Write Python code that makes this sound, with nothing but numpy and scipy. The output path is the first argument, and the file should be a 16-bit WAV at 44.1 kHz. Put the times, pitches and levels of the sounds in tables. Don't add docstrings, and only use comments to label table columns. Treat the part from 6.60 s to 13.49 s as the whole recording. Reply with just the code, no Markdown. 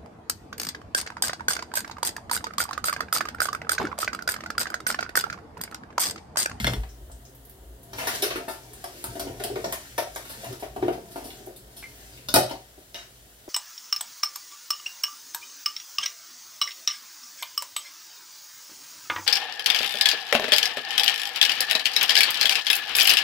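import sys
import numpy as np
from scipy import signal
from scipy.fft import rfft, irfft
from scipy.io import wavfile

SR = 44100
rng = np.random.default_rng(int(sys.argv[2]) if len(sys.argv) > 2 else 0)


def log_audio(samples):
    frames = np.atleast_2d(samples).T
    limited = np.clip(frames, -1, 1)
    pcm = np.round(limited * 32767).astype(np.int16)
    wavfile.write(sys.argv[1], SR, pcm)


def magnitude_from_level(level_db):
    exponent = np.asarray(level_db, float) / 20
    return 10 ** exponent


N = 303849
LAG = 10

# (f/Hz, level/dB, t60/s)
BASIN_FLOOR = [(279, -11.5, 0.15), (300.3, 2, 0.065), (337, 0.5, 0.056), (380, -0.5, 0.11),
               (408, 7.5, 0.038), (439, 4, 0.025), (534.5, -1.5, 0.18)]
# (f/Hz, level/dB, t60/s)
BASIN_WALLS = [(608, 0, 0.085), (678, 3.5, 0.064), (735, -3.5, 0.077), (812, -21, 0.18), (895, -10.5, 0.08),
               (922, -4, 0.06), (1080, -23, 0.034), (1290, 3.5, 0.0084)]


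def evened(x):
    return x / np.sqrt(np.mean(x ** 2) + 1e-20)


def read(points, hz):
    f, value = np.transpose(points)
    return np.interp(np.log(hz + 1), np.log(f + 1), value)


def curve(rows, order):
    rows = np.array(rows)
    return np.interp(np.arange(N) / SR, rows[:, 0], rows[:, order])


def add(mix, s, peak_db, sound):
    part = mix[round(s * SR):][:len(sound)]
    scaled = magnitude_from_level(peak_db) * sound / abs(sound).max()
    part += scaled[:len(part)]


def colour(x, points):
    size = x.shape[-1]
    gain = magnitude_from_level(read(points, np.fft.rfftfreq(size, 1 / SR)))
    return irfft(rfft(x) * gain, size)


def band(x, low_hz, high_hz):
    return signal.sosfilt(signal.butter(2, [low_hz, high_hz], "band", fs=SR, output="sos"), x)


def burst(t60, size=4096):
    return rng.standard_normal(size) * magnitude_from_level(-60 * np.arange(size) / SR / max(t60, 0.002))


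def ring(modes, spread=0., uneven_db=0., size=12000):
    hz, db, t60 = np.transpose(modes)[:, :, None]
    detune, luck = rng.standard_normal((2, len(modes), 1))
    t = np.arange(size) / SR
    decay = magnitude_from_level(db + uneven_db * luck - 60 * t / t60)
    return (decay * np.sin(2 * np.pi * hz * (1 + spread * detune) * t)).sum(0)


def pair(a, b, c):
    # (f/Hz, share of power in common)
    likeness = [(100, 0.71), (400, 1), (900, 0.19), (2000, 0.12), (8000, 0.0057)]
    size = a.shape[-1]
    same = np.clip(read(likeness, np.fft.rfftfreq(size, 1 / SR)), 0, 1)
    shared = rfft(np.array([np.roll(a, LAG), a]))
    own = rfft(np.array([b, c]))
    return irfft(np.sqrt(same) * shared + np.sqrt(1 - same) * own, size)


def air():
    # (f/Hz, level/dB)
    tone = [(20, -21), (66, -2.5), (135, -12.5), (687, -7), (900, -16), (2530, -14), (12900, -11.5),
            (16500, -14.5)]
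    # (f/Hz, level/dB)
    hollow = [(1900, 2.5), (2450, -7.5), (3000, 0.5), (5500, -7), (7000, -4)]
    noise = pair(*rng.standard_normal((3, N)))
    return magnitude_from_level(-53) * colour(evened(colour(noise, tone)), hollow)


def kitchen(x):
    # (f/Hz, t60/s)
    reverb = [(100, 0.16), (400, 0.28), (1500, 0.29), (5000, 0.34), (12000, 0.21)]
    turn = np.arange(N) / SR * 3.1
    out, size = np.zeros((2, N)), 21000
    for k in range(5):
        taps = np.zeros((3, size))
        at = np.arange(32, size - 8, 8) + rng.integers(0, 8, (3, (size - 33) // 8))
        np.put_along_axis(taps, at, rng.choice([-1., 1.], at.shape), 1)
        taps *= 1 + 0.4 * np.exp(-np.arange(size) / SR / 0.006)
        hz, t, z = signal.stft(pair(*taps), SR, nperseg=128)
        decay = magnitude_from_level(-60 * t / read(reverb, hz)[:, None])
        tail = signal.istft(z * decay, SR, nperseg=128)[1]
        tail /= np.linalg.norm(tail[0])
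        window = np.sqrt(2 / 5) * np.cos(np.pi * (turn * (1 + k % 2) + k / 5))
        out += signal.oaconvolve((x * window)[None], tail, axes=1)[:, :N]
    return out


def shake():
    # (f/Hz, level/dB, t60/s)
    counter = [(55, 0, 0.3), (123.2, -5.5, 0.3), (119, -8.5, 0.048), (209, -9.5, 0.061)]
    # (t/s, lowest mode level/dB, upper modes level/dB, length/s)
    shoves = [(0.07, -28, -32, 0.1), (0.188, -29.5, -55, 0.08), (0.484, -41, -67, 0.15),
              (1.097, -48.5, -77, 0.23), (1.373, -57, -47, 0.17), (1.762, -44.5, -49.5, 0.046),
              (2.493, -40, -40.5, 0.039), (2.683, -46, -44, 0.16), (2.93, -51, -46.5, 0.34),
              (3.9, -48, -38, 0.041), (4.075, -49, -68, 0.17), (4.253, -51, -39.5, 0.097),
              (5.767, -60, -29, 0.063)]
    tremble_db = (-56.5, -57.5)
    rest_s, rest_db = 5.98, -5.5
    rise_share, drop_db = 0.69, 11
    modes = [evened(signal.oaconvolve(rng.standard_normal(N), ring(m, size=SR))[:N])
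             for m in (counter[:1], counter[1:])]
    t = np.arange(N) / SR
    power = magnitude_from_level(np.add.outer(tremble_db, rest_db * np.clip((t - rest_s) / 0.092, 0, 1))) ** 2
    for s, low_db, upper_db, length in shoves:
        away = np.maximum(t - s, (s - t) / rise_share) / length
        power += magnitude_from_level(np.subtract.outer([low_db, upper_db], drop_db * away)) ** 2
    return (np.sqrt(power) * modes).sum(0)


def drips():
    # (t/s, peak level/dB, bubble f/Hz, spray t60/s)
    drops = [(0.2904, -55.5, 5800, 0.089), (0.5158, -47.5, 8200, 0.049), (0.651, -49.5, 6100, 0.029),
             (0.749, -51, 12900, 0.043), (0.851, -50, 12500, 0.041), (0.895, -46.5, 12200, 0.026),
             (1.2307, -50, 11300, 0.05), (3.2504, -55, 1960, 0.083), (3.549, -41.5, 7300, .015),
             (4.7039, -43, 3430, 0.014), (4.859, -48.5, 11500, 0.065), (5.3544, -52, 15300, 0.05),
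             (5.5294, -55, 4670, 0.046), (5.575, -50, 2960, 0.03)]
    out, t = np.zeros(N), np.arange(3000) / SR
    for s, db, hz, t60 in drops:
        bubble = np.sin(2 * np.pi * hz * t * (1 + 6 * t))
        bubble *= magnitude_from_level(-60 * t * hz / 15)
        add(out, s, db + 9.5, signal.fftconvolve(bubble, burst(t60, size=3000)))
    return out


def water():
    # (t/s, splashing level/dB, pressure on the basin level/dB)
    settle = [
        (0.0, -41.5, -70),
        (0.06, -45, -44),
        (0.17, -52, -43),
        (0.27, -71, -60.5),
    ]
    # (t/s, splashing level/dB, pressure on the basin level/dB)
    hands = [(1.15, -100, -59.5), (1.38, -45, -54), (1.54, -38.5, -44), (1.61, -48.5, -50),
             (1.94, -59, -56), (2.49, -50.5, -54), (2.7, -54, -46), (3.1, -51, -58), (3.5, -56, -62),
             (3.86, -47.5, -48), (4.07, -63.5, -56), (4.24, -56.5, -55), (4.35, -60.5, -53),
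             (4.78, -54.5, -53.5), (4.93, -64.5, -58), (5.4, -54.5, -60), (5.85, -59, -59.5),
             (6.03, -61.5, -71)]
    # (t/s, level/dB)
    drag_levels = [
        (1.3, -90),
        (1.36, -53),
        (1.4, -39),
        (1.52, -41.5),
        (1.6, -58),
        (1.63, -76),
        (1.7, -95),
    ]
    # (f/Hz, level/dB)
    fizz_colour = [(1470, -25), (2500, -0.5), (3540, -0.5), (6500, 0), (14900, -3), (16100, -26),
                   (16500, -43.5)]
    # (f/Hz, level/dB)
    slosh_colour = [(470, -15), (800, 8), (987, -8), (1410, 11.5), (1750, 13), (4500, 0.5), (5850, -92),
                    (9900, -120)]
    size_db = np.minimum(rng.exponential(1, (3, N // 64 + 1)), 3.5).repeat(64, 1)[:, :N]
    drops = rng.standard_normal((3, N)) * magnitude_from_level(2.2 * size_db)
    splash_db, press_db = curve(settle + hands, order=1), curve(settle + hands, order=2)
    fizz = magnitude_from_level(splash_db) * evened(colour(drops[0], fizz_colour))
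    slosh_db = -56 + 1.34 * (splash_db + 50)
    slosh = magnitude_from_level(slosh_db) * evened(colour(drops[1], slosh_colour))
    hum = magnitude_from_level(press_db) * evened(signal.oaconvolve(drops[2], ring(BASIN_FLOOR + BASIN_WALLS))[:N])
    scrape = evened(signal.oaconvolve(drops[1], ring(BASIN_WALLS[1:5]))[:N])
    return magnitude_from_level(-1.5) * (fizz + slosh + hum) + magnitude_from_level(curve(drag_levels, order=1)) * scrape


def dishes():
    # (t/s, peak level/dB)
    plate_hits = [
        (.001, -29),
        (.0445, -27),
        (.068, -16.5),
        (.096, -27),
        (.136, -27),
    ]
    bowl_hits = [
        (1.626, -28),
        (1.883, -24.5),
        (3.380, -20),
        (3.735, -40),
    ]
    crash_hits = [
        (5.740, -18),
        (5.760, -11),
    ]
    rack_hits = [
        (5.687, -21.5),
    ]
    cup_hits = [
        (6.3445, -28.5),
    ]
    plop_hits = [
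        (5.226, -33),
    ]
    frame_hits = [
        (.003, -33),
        (.046, -23.5),
        (.074, -34),
        (.097, -32),
        (.135, -32),
        (3.062, -37),
        (5.74, -39),
        (5.761, -33),
    ]
    # (f/Hz, level/dB, t60/s)
    plate = [(2120, 0, .09), (3080, -8, .08), (3380, -1, .07), (3520, -3, .06), (4290, -4, .09),
             (5400, -5, .07)]
    bowl = [(738, -4, .22), (921, -4, .1), (1240, -3, .09), (1365, -4, .28), (1490, -10, .1),
            (1775, 1, .21), (2150, -7, .17), (2640, -5, .12), (2770, -10, .12), (3650, -5, .11),
            (3830, -12, .1), (4280, -9, .13), (4720, -11, .1), (5600, -12, .08)]
    crash = [(860, 6, 0.094), (1470, -1, .06), (2510, -2, 0.07), (3100, -3, 0.044), (4420, -2, .025),
             (5450, 7.5, 0.018), (7500, -16, .025)]
    rack = [(1430, -4, .1), (2800, -7, .05), (3650, 0, .09), (4400, -2, .06), (4650, -4, .05),
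            (5150, -2, .07)]
    cup = [(960, -2, 0.05), (700, -2, 0.14), (1600, -14, 0.12), (1770, 4, 0.08), (2100, 9, 0.062),
           (2260, -3, 0.059), (2350, -13, 0.09), (2510, 4, 0.078), (2850, 11, 0.07), (3035, 12, 0.041),
           (3600, 6, .06), (3830, 15, 0.053), (5100, -8, .07), (5800, -10, .05)]
    plop = [(1750, -14, .012), (1850, -14, .07), (2130, 0, .04), (2300, -6, .03)]
    frame = [(161, -18, 0.081), (196.5, 3, 0.12), (217, -15, 0.11)]
    out = np.zeros(N)
    # strokes, modes, chatter against the stroke, chatter t60 in s
    pieces = ((plate_hits, plate, 0.09, 0.05), (bowl_hits, bowl, 0.018, 0.07),
              (crash_hits, crash, 0.08, 0.08), (rack_hits, rack, 0.035, 0.07),
              (cup_hits, cup, 0.07, 0.28), (plop_hits, plop, 0.2, 0.17), (frame_hits, frame, 0.05, 0.05))
    for hits, modes, chatter, t60 in pieces:
        for s, db in hits:
            bounce = chatter * burst(t60, size=8192)
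            bounce[0] = 1
            add(out, s, db, signal.fftconvolve(bounce, ring(modes, spread=0.002)))
    return out


def knocks():
    # (t/s, floor peak level/dB, walls level/dB, floor f/Hz, walls f/Hz)
    rack_knocks = [(0.009, -50, -65, 229, 587), (0.046, -52, -41, 221, 675),
                   (0.074, -26.5, -28.5, 334, 640), (0.099, -35, -61, 427, 560),
                   (0.137, -33, -41.5, 221, 670), (0.234, -44, -44.5, 345, 840),
                   (0.498, -55, -49.5, 258, 1030), (5.686, -37, -41.5, 283, 600),
                   (5.74, -18, -24.5, 310, 790), (5.761, -22, -17, 483, 613), (5.785, -26.5, -33, 510, 590),
                   (5.772, -36, -24.5, 480, 590), (5.819, -35, -38, 525, 603), (5.91, -30, -32.5, 328, 843),
                   (6.178, -41.5, -53, 262, 602), (6.346, -45, -47, 380, 620), (6.879, -35, -44, 376, 650)]
    # (t/s, floor peak level/dB, walls level/dB, walls f/Hz)
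    scrub_knocks = [(1.331, -39.5, -45, 735), (1.384, -42, -58, 766), (1.472, -35, -43, 735),
                    (1.626, -23, -35, 600), (1.709, -41, -38.5, 666), (1.757, -26.5, -34.5, 1290),
                    (1.798, -35.5, -41.5, 654), (1.88, -35, -34.5, 855), (2.046, -62, -55.5, 735),
                    (2.24, -44, -40, 794), (2.441, -36.5, -34.5, 1250), (2.52, -42, -55, 615),
                    (2.692, -35.5, -55, 616), (2.997, -52, -50, 680), (1.645, -41, -47, 630),
                    (2.554, -33, -40.5, 608), (2.597, -33, -39, 603), (2.639, -38, -46, 630),
                    (2.67, -32.5, -42, 625), (2.8, -31, -37.5, 590), (2.845, -29.5, -37.5, 645),
                    (2.901, -25.5, -42, 674), (2.961, -26.5, -38.5, 607), (3.042, -29, -30, 775),
                    (3.079, -34.5, -63, 603), (3.124, -38.5, -38, 680)]
    # (t/s, floor peak level/dB, walls level/dB, floor f/Hz, walls f/Hz)
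    rinse_knocks = [(3.383, -32, -24, 414, 765), (3.42, -41, -48, 420, 680), (3.47, -50, -42.5, 420, 700),
                    (3.93, -53, -60, 348, 624), (3.56, -41.5, -36.5, 480, 815), (3.7, -62, -46.5, 288, 910),
                    (3.834, -47, -41, 533, 589), (3.865, -45, -40.5, 452, 765),
                    (3.909, -30.5, -53, 443, 584), (4.025, -29, -33.5, 370, 686),
                    (4.163, -28.5, -34, 418, 780), (4.226, -17, -31, 380, 735), (4.282, -18, -26, 400, 714),
                    (4.335, -47, -40, 400, 805), (4.379, -32, -59, 402, 622), (4.559, -28, -35.5, 450, 780),
                    (4.626, -37, -43.5, 350, 552), (4.655, -37, -48, 353, 700), (4.731, -47, -59, 330, 646),
                    (4.803, -40, -58, 380, 645), (4.872, -35.5, -45.5, 370, 674)]
    scrub_floor_hz = 390
    rows = [(*row, 0.066, 0.0031, 0.66) for row in rack_knocks]
    rows += [(*row, 0.016, 0.0048, 0.46) for row in rinse_knocks]
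    rows += [(s, floor, walls, scrub_floor_hz, hz, 0.083, 0.003, 1) for s, floor, walls, hz in scrub_knocks]
    out = np.zeros(N)
    for s, floor_db, walls_db, floor_hz, walls_hz, t60, rise, share in rows:
        push = 0.04 * burst(t60)
        push[:12] += signal.windows.hann(12) / 3
        add(out, s, walls_db + 2.5, band(push, 308, 1470))
        surfaces = ((BASIN_FLOOR, floor_db + 5, floor_hz), (BASIN_WALLS, walls_db + 9, walls_hz))
        for modes, db, hz in surfaces:
            favoured = [(f, level - 25.3 * abs(np.log2(f / hz)), share * decay) for f, level, decay in modes]
            sound = signal.fftconvolve(push, ring(favoured, spread=0.015, uneven_db=1, size=8000))
            landing = np.clip(0.35 + np.arange(len(sound)) / SR / rise, 0, 1)
            add(out, s, db, landing * sound)
    return band(out, 278, 6600)


def clacks():
    # (t/s, treble peak level/dB, middle level/dB, brightness level/dB, contact t60/s)
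    rack_clacks = [(0.0, -25, -38.5, -27, 0.066), (0.0774, -23, -32.5, -29, 0.045),
                   (0.0445, -16, -26, 2, 0.02), (0.069, -18, -37, 1, 0.022), (0.135, -26, -34, 7, 0.018),
                   (0.234, -50, -48.5, -15, 0.034), (5.686, -13, -40, -6, 0.035),
                   (5.74, 1, -23.5, 0, 0.023), (5.759, -2.5, -25.5, 6, 0.019), (5.896, -28, -41, 15, 0.03),
                   (5.911, -24.5, -69, -7, 0.024), (6.3446, -19.5, -69, -6.5, 0.013),
                   (6.349, -39.5, -53, -24, 0.54)]
    # (t/s, treble peak level/dB, middle level/dB, brightness level/dB, contact t60/s)
    sink_clacks = [(1.333, -24.5, -40.5, -2.5, 0.02), (1.471, -12.5, -32.5, -1.5, 0.097),
                   (1.55, -17.5, -45, -3.5, 0.063), (1.622, -10, -49, -1.5, 0.072),
                   (1.632, -16.5, -35.5, -2, 0.13), (1.705, -29, -38.5, 1, 0.085),
                   (1.757, -25.5, -37.5, 4, 0.079), (2.134, -26.5, -54, 9, 0.024),
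                   (2.2413, -17.5, -41.5, 0, 0.016), (2.4264, -33, -70, 5, 0.013),
                   (2.5549, -31, -47.5, 2, 0.07), (2.675, -39, -49.5, 6, 0.038), (2.798, -34, -46, 3, 0.09),
                   (3.652, -33.5, -53.5, 9, 0.05), (3.844, -29, -45.5, 10, 0.028),
                   (4.028, -36, -47.5, -12, 0.14), (2.441, -10.5, -40.5, 6, 0.0053),
                   (2.5959, -16.5, -41, 1, 0.038), (2.8376, -10.5, -36.5, 1, 0.014),
                   (2.957, -30.5, -41.5, 2, 0.037), (3.044, -16, -38.5, -12, 0.012),
                   (3.1242, -11.5, -33.5, 3, 0.032), (3.3795, -15, -36.5, 0, 0.088),
                   (3.5598, -15.5, -41, 1.5, 0.022), (3.926, -27.5, -49.5, -2, 0.031),
                   (4.1625, -36.5, -49.5, 8, 0.038), (4.2224, -40, -49.5, 0, 0.11),
                   (4.2809, -30.5, -45, 1, 0.018), (4.3272, -34, -51, -2, 0.12),
                   (4.6418, -30, -59, 1, 0.39), (4.961, -34, -74, 5, 0.1)]
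    # (t/s, treble peak level/dB, middle level/dB)
    slides = [
        (4.558, -34, -53),
        (1.384, -27, -38.5),
        (1.8826, -27, -47.5),
        (3.694, -27.5, -52),
        (3.9979, -32.5, -60),
        (4.5103, -35, -62),
        (5.166, -31, -60),
    ]
    # (f/Hz, level/dB, t60/s)
    cutlery = [(3650, 0, .03), (4600, -2, .03), (5750, -3, .03), (7650, -2, .025), (8800, -2, .025),
               (9850, 0, .025), (10500, 0, .025), (11800, -2, .02), (12400, -1, .02), (13750, -2, .02)]
    long_slides = [(*row, 1, 0.27) for row in slides]
    out = np.zeros(N)
    for s, db, middle_db, bright_db, t60 in rack_clacks + sink_clacks + long_slides:
        contact = burst(t60)
        contact[0] = 4.01
        treble, top = band(contact, 2550, 6570), band(contact, 7220, 12960)
        add(out, s, db - 4, treble + magnitude_from_level(bright_db) * top)
        add(out, s, middle_db + 14.5, band(contact, 867, 3290))
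        clink = ring(cutlery, spread=0.05, uneven_db=4, size=2048)
        clink_db = -21 + 0.15 * (db + 20)
        add(out, s, db + clink_db - 7, signal.fftconvolve(burst(0.012, size=512), clink))
    return out


def scene():
    blows, song = knocks(), dishes()
    rest = clacks() + drips() + water()
    sink = magnitude_from_level(-1.5) * (blows + rest)
    far = magnitude_from_level(np.interp(np.arange(N) / SR, [0.2, 0.3], [-7, 0]))
    direct = np.array([np.roll(sink, LAG) + np.roll(song, 2), sink + song]) / np.sqrt(far)
    echoed = magnitude_from_level(3.5) * (rest + blows) + magnitude_from_level(-6) * song
    return direct + kitchen(far * echoed) + shake() + air()


def roll_off(x):
    return signal.sosfilt(signal.butter(12, 16800, fs=SR, output="sos"), x)


def record(dry):
    # (f/Hz, left minus right level/dB)
    balance = [(60, 1), (250, .2), (600, 2.3), (2500, 2.3), (8000, 2.1), (11500, 0), (13500, -4)]
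    # (f/Hz, level/dB)
    response = [(22, -38), (34, -18), (45, 0), (14800, 0), (15850, 3), (16050, -32), (16700, -60),
                (17500, -90)]
    tilt = np.array(balance) * [1, 0.5]
    ports = np.array([colour(dry[0], tilt), colour(dry[1], tilt * [1, -1])])
    return roll_off(colour(ports, response))


dry = scene()
out = record(dry)
log_audio(out)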